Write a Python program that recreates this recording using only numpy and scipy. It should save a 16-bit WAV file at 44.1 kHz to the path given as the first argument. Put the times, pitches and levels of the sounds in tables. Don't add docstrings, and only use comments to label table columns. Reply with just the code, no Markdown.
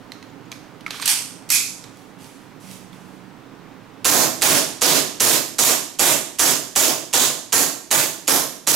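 import sys
import numpy as np
from scipy import signal
from scipy.fft import rfft, irfft
from scipy.io import wavfile
from scipy.ndimage import uniform_filter1d

SR = 44100
rng = np.random.default_rng(int(sys.argv[2]) if len(sys.argv) > 2 else 0)


def unload_wav(signal):
    wavfile.write(
        sys.argv[1],
        SR,
        np.round(np.clip(np.atleast_2d(signal).T, -1, 1) * 32767).astype(np.int16),
    )


def convert_level_to_amplitude(level_db):
    exponent = np.asarray(level_db, float) / 20
    return 10 ** exponent


N = 385875

# frequency in Hz, density in dB per Hz.
AIR_COLOUR = [(12, -51.5), (20, -0.5), (68, -30), (104, -8), (187, -2.5), (216, -9), (285, 1), (337, -10),
              (410, -9), (624, -15), (923, -14), (1860, -23), (2260, -25), (3740, -31), (16000, -47)]
AIR_DB = -41.5
# frequency in Hz, level in dB.
FAN_LINES = [(118.4, -57.5), (156.1, -71)]
# frequency in Hz, correlation from -1 to 1.
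AIR_LIKENESS = [(60, 0.6), (150, 0.82), (380, 1), (950, 0.51), (2380, 0.62), (5980, 0.33), (15000, 0.23)]
# frequency in Hz, level in dB.
AIR_LEFT_OVER_RIGHT = [(60, 15.5), (290, -5.5), (1400, 3), (6000, 5.5), (15000, 2)]
MOTOR_S, MOTOR_STOP_S, MOTOR_HZ, SAG_HZ_PER_S, MOTOR_DB = 2.61, 3.33, 189.5, 7.2, -42
SURGE_DB, SURGE_AT_S, SURGE_WIDTH_S = 6, 2.69, 0.049

# frequency in Hz, fall by 60 dB in seconds.
ROOM_T60 = [(60, 0.12), (150, 0.7), (500, 0.52), (2000, 0.51), (6000, 0.55), (12000, 0.45), (16000, 0.31)]

# start in seconds, swell in seconds, fall in seconds, top in dB; # a
# swell starts about 9 dB under the top, and the fall drops 20 dB.
STROKES = [(2.18, 0.025, 0.33, -49.5), (2.597, 0.12, 0.14, -44.5), (2.925, 0.011, 0.14, -55.5),
           (3.0, 0.11, 0.24, -61.5), (.94, .015, .05, -42), (1.035, .02, .01, -34), (1.005, .012, .02, -34),
           (1.9, 0.087, 0.24, -57)]
# frequency in Hz, density in dB per Hz.
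CLOTH_COLOUR = [(1180, -53), (2000, -1), (3090, -1), (3870, -3.5), (6140, -2), (10700, -3), (14900, -15),
                (16000, -22)]
JERK = 2.2

# start in seconds, peak in dB, ring in Hz, ring fall by 60 dB in seconds,
# ring over the tick in dB.
TAPS = [(0.119, -23, 4140, 0.019, 5.5), (0.1344, -40, 4370, 0.022, 4), (0.2265, -34, 4040, 0.02, 1),
        (0.5254, -27, 3410, 0.014, 2), (0.808, -37, 3860, 0.025, -5), (0.9063, -18, 3870, 0.025, -2),
        (1.8397, -29, 3900, 0.02, -8), (2.9291, -37, 3450, 0.027, 2), (0.8634, -20, 2220, 0.028, 14),
        (0.8784, -30, 1310, 0.025, 5), (0.9433, -29, 1180, 0.025, 6), (0.9976, -22, 1100, 0.026, 2),
        (1.0234, -18.5, 2330, 0.049, -4), (0.2994, -49, 6900, 0.03, 8), (0.4544, -49, 6870, 0.03, 8),
        (0.5167, -20, 6420, 0.017, 1), (1.0171, -19, 8440, 0.022, 11), (0.1195, -34, 2000, 0.018, 12),
        (0.227, -42, 2000, .02, 12), (0.5245, -32, 2350, 0.024, 14), (0.865, -29, 1300, 0.044, 11)]
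# frequency in Hz, density in dB per Hz.
TAP_COLOUR = [(290, -38), (500, -21), (631, -12), (1260, -5.5), (1690, -4), (3980, -4), (13100, -18.5),
              (16000, -53)]
SCRAPE_S, SEATED_S, SCRAPE_DB = 0.903, 1.058, -37.5
CATCH_DB, CATCH_S, DRAG_DB_PER_S = 4, 0.01, -38

# start in seconds, peak in dB, blow over that in dB, fall by 60 dB in seconds.
SEAT_BLOWS = [
    (1.057, 4, -3.5, 0.029),
    (1.077, -1.5, 8.5, 0.067),
]
# start in seconds, peak in dB, blow over that in dB, fall by 60 dB in seconds.
RACK_BLOWS = [
    (1.5221, 0, 7.4, 0.025),
    (1.549, 0, 1.7, 0.06),
]
# start in seconds, peak in dB, blow over that in dB,
# fall by 60 dB in seconds.
STOP_BLOWS = [
    (1.490, -6.5, -12.5, 0.13),
    (1.5027, 2, 6, 0.025),
]
# start in seconds, peak in dB, blow over that in dB,
# fall by 60 dB in seconds.
SEAR_TICKS = [
    (4.0464, -3, 5, 0.0093),
    (4.4136, -6, 6, 0.0077),
]
# frequency in Hz, density in dB per Hz.
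SEAT_COLOUR = [(180, -37), (300, -25), (398, -44), (915, -13), (1010, -17), (2930, -5), (6740, -5),
               (8090, -3.5), (11300, -8), (16000, -25)]
# frequency in Hz, density in dB per Hz.
RACK_COLOUR = [(180, -70), (300, -42), (511, -22), (870, -17.5), (1970, -12.5), (2360, -3), (2790, -8),
               (5800, -1.5), (11500, -3), (16000, -24)]
# frequency in Hz, level in dB, fall by 60 dB in seconds.
SLIDE_MODES = [(2334, -14, 0.051), (2420, -13.5, .08), (2490, -12, 0.071), (2580, -13.5, 0.037),
               (8450, -23, .01)]
# frequency in Hz, level in dB, fall by 60 dB in seconds.
STOP_MODES = [(2080, -12.5, 0.033), (3410, -13, 0.025), (4500, -17, 0.035)]

# start in seconds, gas charge in dB, hammer under that in dB, hammer lead in seconds.
SHOTS = [(4.0513, 14.5, -36, 0.0076), (4.419, 14.5, -47, 0.01), (4.817, 13, -31, 0.007),
         (5.2029, 13.5, -28, 0.0049), (5.5885, 11.5, -22, 0.0058), (5.9932, 11.5, -28, 0.0065),
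         (6.3931, 11, -23.5, 0.0077), (6.759, 10, -26, 0.0063), (7.1353, 11.5, -25, 0.0075),
         (7.5262, 10, -23, 0.0044), (7.9112, 10, -26, 0.006), (8.2777, 9, -26, 0.0064),
         (8.6721, 10, -24, 0.0051)]
# delay in seconds, level in dB, fall by 60 dB in seconds.
GAS_PARTS = [
    (.0005, -7, 0.0028),
    (.0012, -4, 0.015),
    (.005, -7, 0.088),
    (.010, -9, 0.015),
]
# delay in seconds, level in dB, fall by 60 dB in seconds.
STEEL_PARTS = [
    (.017, -11, 0.06),
    (.05, -4, 0.026),
    (.07, -12, 0.012),
    (.115, -11.5, 0.019),
]
# frequency in Hz, density in dB per Hz.
GAS_COLOUR = [(59, -60), (100, -12), (784, -7), (2130, -10.5), (6150, -8), (6700, -4), (8460, -8),
              (10700, -5.5), (16000, -28)]
# frequency in Hz, density in dB per Hz.
BLOW_COLOUR = [(29, -41), (50, -58.5), (138, 3.5), (180, -7), (306, 3.5), (472, -5.5), (678, 3.5), (997, 1),
               (1070, 0.5), (1300, -4), (2490, -6.5), (6710, -2.5), (12900, -4), (16000, -12)]
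# frequency in Hz, level in dB, fall by 60 dB in seconds.
FRAME_MODES = [(682, -11.5, 0.016), (450, -23.5, 0.0037)]
# frequency in Hz, density in dB per Hz.
WHISTLE_COLOUR = [(4500, -31), (5900, -11), (6700, -4), (7600, -7.5), (9500, -41)]
COLD_S, WHISTLE_DB, WHISTLE_FADE_DB_PER_S, WARM_DB = 4.6, -1.5, -0.4, -31

# frequency in Hz, gain in dB.
LEFT_RESPONSE = [(60, 0), (150, -17.5), (380, -8), (950, -6), (2400, -5), (6000, -5.5), (8500, -6.5),
                 (10500, -3)]
# frequency in Hz, gain in dB.
RIGHT_RESPONSE = [(8000, 1), (10500, -2.5), (11600, 2.5), (13000, 5), (15500, 7)]
LOW_CUT_HZ, EDGE_HZ, LEFT_EDGE_HZ = 92, 15900, 11650


def evened(x):
    return x / np.sqrt(np.mean(x ** 2) + 1e-20)


def read(points, hz):
    f, value = np.transpose(points)
    return np.interp(np.log(hz + 1), np.log(f + 1), value)


def add(mix, s, sound):
    part = mix[:, round(s * SR):][:, :sound.shape[1]]
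    part += sound[:, :part.shape[1]]


def gate(start, stop, edge):
    t = np.arange(N) / SR
    return np.clip(np.minimum(t - start, stop - t) / edge, 0, 1)


def swing(rate):
    t = np.arange(N) / SR
    rates = np.geomspace(rate / 20, rate, 16)
    return evened(sum(np.sin(2 * np.pi * (f * t + rng.random())) / np.sqrt(f) for f in rates))


def coloured(x, points, modes=()):
    gain_db = np.maximum(read(points, abs(np.fft.fftfreq(4096, 1 / SR))), -90)
    log_gain = gain_db * np.log(10) / 20
    taps = np.fft.ifft(np.exp(np.conj(signal.hilbert(log_gain)))).real
    taps = np.r_[taps / np.linalg.norm(taps), np.zeros(4096)]
    t = np.arange(8192) / SR
    for hz, db, t60 in modes:
        ring = np.sin(2 * np.pi * hz * t) * convert_level_to_amplitude(-60 * t / t60)
        taps = taps + convert_level_to_amplitude(db) * ring / np.linalg.norm(ring)
    return signal.oaconvolve(x, taps[None], axes=1)[:, :N]


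def burst(db, t60, rise=0.00029, colour=0.42):
    t = np.arange(4000) / SR
    noise = rng.standard_normal(4000)
    direct = convert_level_to_amplitude(db - 60 * t / max(t60, 0.002)) * np.minimum(t / rise, 1) * noise
    click = (t == 0) + colour * noise * convert_level_to_amplitude(-60 * t / 0.003) / 3
    sent = np.linalg.norm(direct) * click / np.linalg.norm(click)
    return np.array([direct, sent])


def motor():
    t = np.arange(N) / SR
    surge_db = SURGE_DB * np.exp(-((t - SURGE_AT_S) / SURGE_WIDTH_S) ** 2)
    level = gate(MOTOR_S, MOTOR_STOP_S, 0.02) * convert_level_to_amplitude(MOTOR_DB + surge_db)
    return level * np.sin(2 * np.pi * np.cumsum(MOTOR_HZ - SAG_HZ_PER_S * (t - MOTOR_S)) / SR)


def air():
    frames, hz = N // 512 + 5, np.fft.rfftfreq(2048, 1 / SR)
    a, b, c, d, patches = rng.standard_normal((frames, 1025, 5)).T
    patches = evened(uniform_filter1d(uniform_filter1d(patches, 14, 0), 8, 1))
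    same = np.clip(read(AIR_LIKENESS, hz), -1, 1)[:, None]
    right = a + 1j * b
    left = same * right + np.sqrt(1 - same ** 2) * (c + 1j * d)
    left = convert_level_to_amplitude(read(AIR_LEFT_OVER_RIGHT, hz))[:, None] * left
    spectra = np.array([left, right]) * convert_level_to_amplitude(read(AIR_COLOUR, hz)[:, None] + 0.59 * patches)
    floor = signal.istft(spectra, nperseg=2048, noverlap=1536)[1][:, :N]
    wash = convert_level_to_amplitude(AIR_DB + 5.5) * evened(floor)
    lines = motor()
    for line_hz, db in FAN_LINES:
        level = convert_level_to_amplitude(db + 2 * swing(8.5))
        lines = lines + level * np.sin(2 * np.pi * np.cumsum(line_hz + 2 * swing(7.9)) / SR)
    return wash + lines * convert_level_to_amplitude(np.array([[-4.], [0]]))


def room(x, shared=0.39):
    taps = np.zeros((3, SR))
    at = np.arange(90, SR - 10, 10) + rng.integers(0, 10, (3, (SR - 91) // 10))
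    np.put_along_axis(taps, at, rng.choice([-1., 1.], at.shape), 1)
    taps = taps * convert_level_to_amplitude(3.44 * np.minimum(rng.exponential(1, taps.shape), 5))
    shared = np.clip(shared, 0, 1)
    taps = np.sqrt(shared) * taps[2] + np.sqrt(1 - shared) * taps[:2]
    hz, t, z = signal.stft(taps, SR, nperseg=256)
    decay = convert_level_to_amplitude(-60 * t / read(ROOM_T60, hz)[:, None])
    tail = signal.istft(z * decay, SR, nperseg=256)[1][:, :SR * 2 // 3]
    return signal.fftconvolve(x[None], tail / np.linalg.norm(tail[0]), axes=1)[:, :N]


def cloth():
    grains = convert_level_to_amplitude(2.6 * rng.exponential(1, N)) * rng.standard_normal(N)
    t = np.arange(N) / SR
    strokes = np.zeros(N)
    for s, swell, fall, db in STROKES:
        top_s = s + swell
        drop = np.maximum((top_s - t) / (JERK * swell), (t - top_s) / fall)
        strokes += gate(s, N, 0.0061) * convert_level_to_amplitude(db - 20 * drop)
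    return strokes * coloured(evened(grains)[None], CLOTH_COLOUR)


def scrape():
    t = np.maximum(np.arange(N) / SR - SCRAPE_S, 0)
    level_db = SCRAPE_DB + CATCH_DB * np.exp(-t / CATCH_S) + DRAG_DB_PER_S * t
    return gate(SCRAPE_S, SEATED_S, 0.0032) * convert_level_to_amplitude(level_db)


def handling():
    ticks, rings = np.zeros((2, 2, N))
    t = np.arange(2000) / SR
    for s, peak_db, hz, t60, ring_db in TAPS:
        add(ticks, s, burst(peak_db - 3 - ring_db / 2, t60, rise=0.00062))
        ring = sum(np.sin(2 * np.pi * hz * detune * t) for detune in (0.975, 1, 1.03))
        ring = ring * np.minimum(t / 0.0011, 1)
        fall_db = np.array([[60.], [150.]]) * t / max(t60, 0.002)
        add(rings, s, convert_level_to_amplitude(peak_db - 7.5 + ring_db / 2 - fall_db) * ring)
    heights = convert_level_to_amplitude(3.5 * np.minimum(rng.exponential(1, N), 3))
    grit = heights * (rng.random(N) < 5000 / SR) * rng.choice([-1, 1], N)
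    shield = convert_level_to_amplitude(np.array([[0], [-5.]]))
    near = rings * shield + coloured(ticks + scrape() * evened(grit), TAP_COLOUR)
    return near * shield


def steel(blows, colour, modes=()):
    x = np.zeros((2, N))
    for s, peak_db, blow_db, t60 in blows:
        add(x, s, burst(peak_db + blow_db - 11, t60))
    return coloured(x, colour, modes)


def pistol():
    gas, slide, whistle, hammer = np.zeros((4, 2, N))
    for s, charge_db, hammer_db, lead in SHOTS:
        whistle_db = WHISTLE_DB + WHISTLE_FADE_DB_PER_S * (s - COLD_S) + WARM_DB * (s < COLD_S)
        for mix, parts in ((gas, GAS_PARTS), (slide, STEEL_PARTS)):
            for delay, db, t60 in parts:
                part_s = s + delay * rng.uniform(0.9, 1.1)
                add(mix, part_s, burst(charge_db + db + rng.normal(0, 1.6), t60))
        add(whistle, s + 0.001015, burst(charge_db + whistle_db, 0.012))
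        add(hammer, s - lead, burst(charge_db + hammer_db, 0.054, rise=0.0021))
    shots = coloured(gas, GAS_COLOUR) + coloured(slide, BLOW_COLOUR, FRAME_MODES)
    return shots + coloured(whistle, WHISTLE_COLOUR) + coloured(hammer, SEAT_COLOUR)


def scene():
    near = pistol() + handling() + cloth()
    near = near + steel(SEAT_BLOWS + SEAR_TICKS, SEAT_COLOUR)
    near = near + steel(RACK_BLOWS, RACK_COLOUR, SLIDE_MODES)
    near = near + steel(STOP_BLOWS, RACK_COLOUR, STOP_MODES)
    direct, sent = near
    turn = 2 * np.pi * np.arange(N) / SR / 0.29
    tail = sum(room(sent * np.sqrt(2 / 3) * np.cos(turn + k * np.pi / 3)) for k in range(3))
    return direct + convert_level_to_amplitude(3.0) * tail + air()


def roll_off(x):
    return signal.sosfilt(signal.butter(12, 16470, fs=SR, output="sos"), x)


def record(dry):
    hz = np.fft.rfftfreq(N + SR, 1 / SR)
    response = np.array([convert_level_to_amplitude(read(LEFT_RESPONSE, hz)), convert_level_to_amplitude(read(RIGHT_RESPONSE, hz))])
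    x = irfft(rfft(dry, N + SR) * response, N + SR)[:, :N]

    busy = (uniform_filter1d(x[1] ** 2, 400) > convert_level_to_amplitude(-36)) * 1.
    keep = np.exp(-1 / (1.5 * SR))
    rider = convert_level_to_amplitude(-14 * signal.lfilter([1 - keep], [1, -keep], busy))
    x = x * rider

    loudest = uniform_filter1d((x ** 2).max(0), size=130, origin=25)
    power_db = 10 * np.log10(abs(loudest) + 1e-12)
    fall = np.arange(N) * 444.0 / SR
    over_db = np.maximum(np.maximum.accumulate(power_db + fall) - fall + 11.5, 0)
    x = x / convert_level_to_amplitude(uniform_filter1d(over_db, size=24))
    x = signal.sosfilt(signal.butter(6, LOW_CUT_HZ, "high", fs=SR, output="sos"), x)

    low_pass = signal.firwin(255, LEFT_EDGE_HZ, window=("kaiser", 7), fs=SR)
    top = x[0] - signal.oaconvolve(x[0], low_pass, "same")
    power = uniform_filter1d(x[1] ** 2, size=600) + 1e-9
    attack = power > 6. 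* np.roll(power, 2400)
    kept = convert_level_to_amplitude(-7) * uniform_filter1d(attack * 1., size=200)
    x = np.array([x[0] - top * (1 - kept), x[1]])

    clamp = uniform_filter1d(np.maximum(over_db - np.roll(over_db, 300) - 3.5, 0), size=160)
    jolt = (clamp - uniform_filter1d(clamp, size=3000)) * convert_level_to_amplitude(np.array([[-4.], [0]]))
    band = signal.butter(2, [15, 40], "band", fs=SR, output="sos")
    rumble = signal.sosfilt(band, rng.standard_normal((2, N)))
    flicker = rider * evened(0.3 * rumble[0] + 0.7 * rumble)
    x = x + convert_level_to_amplitude(-59.5) * np.roll(jolt, 400, axis=1) + convert_level_to_amplitude(-66.5) * flicker

    edge = signal.firwin(511, EDGE_HZ, window=("kaiser", 9), fs=SR)
    x = signal.oaconvolve(x, edge[None], "same")
    mix = np.clip(x, -1, 1)
    return roll_off(mix)


dry = scene()
out = record(dry)
unload_wav(out)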